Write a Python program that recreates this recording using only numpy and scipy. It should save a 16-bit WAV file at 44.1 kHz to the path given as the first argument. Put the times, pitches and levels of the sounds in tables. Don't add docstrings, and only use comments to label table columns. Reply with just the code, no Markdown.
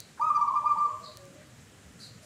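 import sys
import numpy as np
from scipy import signal
from scipy.io import wavfile

SR = 44100
rng = np.random.default_rng(int(sys.argv[2]) if len(sys.argv) > 2 else 0)


def unload_audio(sound):
    columns = np.transpose(np.atleast_2d(sound))
    steps = np.round(np.clip(columns, -1, 1) * 32767)
    wavfile.write(sys.argv[1], SR, steps.astype(np.int16))


def volts(x):
    e = np.asarray(x, float) / 20
    return 10 ** e


N = 99225

# frequency in Hz, density in dB per Hz.
AIR_SPECTRUM = [(220, -51), (380, -1.5), (764, -6), (838, -15), (935, -9), (1690, -7), (4690, -15),
                (7590, -12), (15500, -33)]
# frequency in Hz, density in dB per Hz.
TRAFFIC_SPECTRUM = [(15, -67), (25, -11), (130, 1), (270, -8.5), (332, -2), (360, -16.5), (400, -20),
                    (520, -67), (880, -120)]
# start in seconds, peak level in dB.
PERCH_TICKS = [
    (.0031, -22.5),
    (.7705, -49.5),
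    (1.1715, -29),
    (1.254, -44),
]
# middle in seconds, length in seconds, level in dB,
# low edge in Hz, high edge in Hz.
FEATHER_RUSTLES = [(.01, 0.035, -60, 3300, 8600), (0.19, 0.029, -51.5, 980, 1650),
                   (0.381, 0.037, -56.5, 1300, 1700), (0.802, 0.088, -69, 8140, 8700),
                   (.92, 0.44, -65, 7140, 7620), (1.037, 0.081, -65.5, 4870, 6400),
                   (1, 0.057, -70, 6500, 15000), (1.34, .03, -75, 9920, 14900),
                   (1.423, 0.057, -61.5, 1570, 2130), (2.028, 0.097, -64, 1350, 1840),
                   (2.043, 0.11, -56.5, 4650, 9300), (0, 0.091, -76, 9000, 14000),
                   (2.164, 0.16, -70, 6960, 7500), (2.24, .04, -58.5, 4167, 10000)]
# start in seconds, length in seconds, first pitch in Hz, last pitch in Hz, level in dB.
FAR_HOOTS = [(0.192, 0.078, 590, 606, -54), (0.369, 0.042, 600, 607, -66), (.51, 0.045, 630, 698, -58.5),
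             (0.598, .2, 603, 595.2, -56.5), (.82, 0.059, 660, 634, -64.5), (0.861, 0.113, 598, 618, -57),
             (0.999, 0.054, 660, 650, -60), (1.063, 0.061, 615, 603, -54.5), (1.159, 0.17, 560, 546.4, -59),
             (1.343, 0.086, 595, 610, -58.5), (1.129, 0.165, 366, 359.7, -64),
             (0.835, 0.054, 480, 487, -57.5), (1.004, 0.062, 475, 499, -61.5),
             (2.219, 0.081, 610, 596, -60)]
# start in seconds, level in dB.
SPARROW_CHIRPS = [
    (-.07, -62),
    (1.02, -59),
    (1.986, -58.5),
]
# start in seconds, length in seconds, peak pitch in Hz, level in dB,
# place of the peak from 0 to 1.
WHISTLES = [
    (0.207, 0.11, 1270, -26.5, 0.57),
    (.343, 0.035, 1202, -24.5, 0.37),
    (0.405, .03, 1177, -23, 0.8),
    (0.472, 0.024, 1161, -24, 0),
    (0.549, 0.0343, 1198, -24.5, 0.6),
    (.652, 0.083, 1211, -26, 0.3),
    (0.779, 0.0975, 1192, -30.5, 0.42),
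    (0.891, 0.03, 1133, -38, .3),
    (0.927, 0.033, 1190, -42.5, 0.58),
]
# start in seconds, length
# in seconds, pitch reached in Hz, level in dB.
LOW_SCOOPS = [(0.191, 0.034, 965, -29.5), (0.297, .036, 1225, -27), (0.365, 0.056, 970, -33),
              (0.397, 0.025, 990, -31), (0.437, 0.012, 1200, -25), (0.442, 0.012, 960, -39.5),
              (0.465, .02, 975, -37.5), (0.496, 0.046, 1080, -29.5), (0.537, 0.035, 985, -35.5),
              (0.634, 0.027, 975, -31), (.753, 0.019, 985, -30.5), (.781, 0.033, 990, -39),
              (0.876, 0.068, 1050, -45.5), (0.93, 0.037, 1060, -53.5)]
# multiple of the pitch, level in dB.
WHISTLE_OVERTONES = [(3, -58), (4, -38), (5, -44), (5.5, -48.5), (7, -48), (9, -57), (10, -57)]
# centre in Hz, width in Hz, gain in dB.
BEAK_RESONANCES = [(3800, 90, 18), (4626, 90, 7.5), (5960, 240, 3), (11540, 130, 10.5)]


def rms_one(x):
    return x / np.sqrt(np.mean(x ** 2) + 1e-20)


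def drift(rate_hz):
    r = np.exp(-80 * np.pi * rate_hz / SR)
    white = rng.standard_normal(N // 40 + 2002)
    slow = signal.lfilter([1], [1, -2 * r, r * r], white)[2000:]
    return np.interp(np.arange(N) / 40, np.arange(len(slow)), rms_one(slow))


def gate(start_s, length_s, attack_s, release_s):
    t = np.arange(N) / SR - start_s
    rise = np.clip(np.minimum(t / attack_s, (length_s - t) / release_s), 0, 1)
    return np.sin(rise * np.pi / 2) ** 2, t


def tone(hz, multiple=1):
    return np.sqrt(2) * np.sin(2 * np.pi * multiple * np.cumsum(hz) / SR)


def band(x, low_hz, high_hz):
    edges_hz = [low_hz, min(high_hz, 0.45 * SR)]
    return signal.sosfilt(signal.butter(2, edges_hz, "band", fs=SR, output="sos"), x)


def top_cut(x):
    return signal.sosfilt(signal.ellip(10, 0.5, 60, 15600, fs=SR, output="sos"), x)


def coloured(spectrum, patchy_db):
    hz, db = np.transpose(spectrum)
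    white = rng.standard_normal((2, N + SR))
    edges_hz = 25 * 2 ** np.arange(0, 9.5, 1 / 3)
    out = 0
    for k, (low_hz, high_hz) in enumerate(zip(edges_hz, edges_hz[1:])):
        level_db = np.interp(np.log(low_hz * high_hz) / 2, np.log(hz), db, left=-90)
        flicker_db = patchy_db * drift(8.2)
        out = out + volts(level_db + flicker_db) * band(white[k % 2], low_hz, high_hz)[SR:]
    return rms_one(out)


def yard(x, wet_db, decay_share=1):
    early_db, early_t60_s, late_t60_s, wall_cut_hz = 12, 0.5, 0.89, 6600
    t = np.arange(SR) / SR
    early = volts(early_db - 60 * t / early_t60_s)
    late = volts(-60 * t / late_t60_s)
    decay = (early + late) ** (1 / decay_share)
    echo = rng.standard_normal(SR) * decay * (t > 0.004)
    echo = echo / np.sqrt(np.sum(echo ** 2))
    dull = np.exp(-2 * np.pi * wall_cut_hz / SR)
    echo = signal.lfilter([1 - dull], [1, -dull], echo)
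    return x + volts(wet_db) * signal.fftconvolve(x, echo)[:N]


def background():
    air_db, traffic_db, insect_db = -57.5, -54.5, -85
    air = volts(air_db) * coloured(AIR_SPECTRUM, patchy_db=0.8)
    traffic = volts(traffic_db) * coloured(TRAFFIC_SPECTRUM, patchy_db=3.5)
    insects = volts(insect_db) * rms_one(band(rng.standard_normal(N), 13250, 13750))
    low_cut = signal.butter(2, 68, "high", fs=SR, output="sos")
    return top_cut(signal.sosfilt(low_cut, air + traffic + insects))


def perch_ticks():
    t60_s, top_db = 0.0044, -3
    white, t = rng.standard_normal(N), np.arange(N) / SR
    bursts = np.full(N, 1e-18)
    for start_s, db in PERCH_TICKS:
        decay_db = -60 * np.maximum(t - start_s, 0) / t60_s
        bursts = bursts + volts(db + decay_db) * (t >= start_s) * white
    return band(bursts, 3950, 10000) + volts(top_db) * band(bursts, 14000, 16400)


def feather_rustles():
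    white, t = top_cut(rng.standard_normal(N)), np.arange(N) / SR
    out = 0
    for middle_s, length_s, db, low_hz, high_hz in FEATHER_RUSTLES:
        swell = np.exp(-(2 * (t - middle_s) / length_s) ** 4)
        out = out + volts(db) * swell * rms_one(band(white, low_hz, high_hz))
    return out


def far_doves():
    edge_s, wet_db = 0.014, -1
    out = 0
    for start_s, length_s, first_hz, last_hz, db in FAR_HOOTS:
        shape, t = gate(start_s, length_s, edge_s, edge_s)
        hz = first_hz + (last_hz - first_hz) * np.clip(t / length_s, 0, 1)
        out = out + volts(db) * shape * tone(hz)
    return yard(out, wet_db)


def sparrow():
    chirp_s, low_hz, swing_hz, end_drop_hz = 0.075, 3750, 650, 120
    trill_per_s, trill_hz, jitter_hz = 170, 380, 120
    wet_db, decay_share = 13, 0.7
    out = np.zeros(3 * N)
    for start_s, db in SPARROW_CHIRPS:
        shape, t = gate(0, chirp_s, 0.016, 0.035)
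        u = np.clip(t / chirp_s, 0, 1)
        trill = trill_hz * np.sin(2 * np.pi * trill_per_s * t) + jitter_hz * drift(60)
        arch = np.sin(np.pi * u ** 0.605)
        hz = low_hz - end_drop_hz * u + arch * (swing_hz + trill)
        at = N + int(start_s * SR)
        out[at:at + N] += yard(volts(db) * shape * tone(hz), wet_db, decay_share)
    return out[N:2 * N]


def dove_scoops():
    edge_s, depth_hz, rise_s, throat_hz, throat_width_hz = 0.008, 304.9, 0.0061, 960, 145
    out = 0
    for start_s, length_s, top_hz, db in LOW_SCOOPS:
        shape, t = gate(start_s, length_s, edge_s, edge_s)
        hz = top_hz - depth_hz * np.exp(-np.maximum(t, 0) / rise_s)
        below = np.minimum(hz - throat_hz, 0) / throat_width_hz
        out = out + volts(db) * shape * tone(hz) / (1 + below ** 2) ** 2
    return out


def dove_whistles():
    entry_hz, exit_hz, edge_s, fade_db_per_s = 1135.4, 1119, 0.011, 16
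    octave_db, flutter_db, overtone_flutter_db = -30.5, 1.5, 5
    body, bright = 0, np.zeros(N)
    flutter = volts(flutter_db * drift(47))
    overtones = [(k, db + overtone_flutter_db * drift(25)) for k, db in WHISTLE_OVERTONES]
    for start_s, length_s, peak_hz, db, place in WHISTLES:
        shape, t = gate(start_s, length_s, edge_s, edge_s)
        shape = shape * volts(-fade_db_per_s * np.clip(t, 0, length_s))
        u = np.clip(t / length_s, 0, 1) - place
        rise_hz = (peak_hz - entry_hz) * (u / max(place, 1e-9)) ** 2
        fall_hz = (peak_hz - exit_hz) * (u / (1 - place)) ** 2
        hz = peak_hz - np.where(u < 0, rise_hz, fall_hz)
        body = body + volts(db) * shape * (flutter * tone(hz) + volts(octave_db) * tone(hz, 2))
        on = shape > 0
        for multiple, level_db in overtones:
            k = round(2 * multiple) / 2
            lift_db = 0
            for at_hz, width_hz, gain_db in BEAK_RESONANCES:
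                lift_db = lift_db + gain_db * np.exp(-((k * hz[on] - at_hz) / width_hz) ** 2)
            bright[on] += volts(db + level_db[on] + lift_db) * shape[on] * tone(hz[on], k)
    return body, bright


def dove():
    body, bright = dove_whistles()
    return yard(body + dove_scoops(), wet_db=-1) + yard(bright, wet_db=-9.5)


def scene():
    cages = perch_ticks() + feather_rustles()
    return (background() + cages + far_doves() + sparrow() + dove())[None]


def band_limit(x):
    return signal.sosfilt(signal.butter(12, 16660, fs=SR, output="sos"), x)


def record(dry):
    return band_limit(dry)


dry = scene()
out = record(dry)
unload_audio(out)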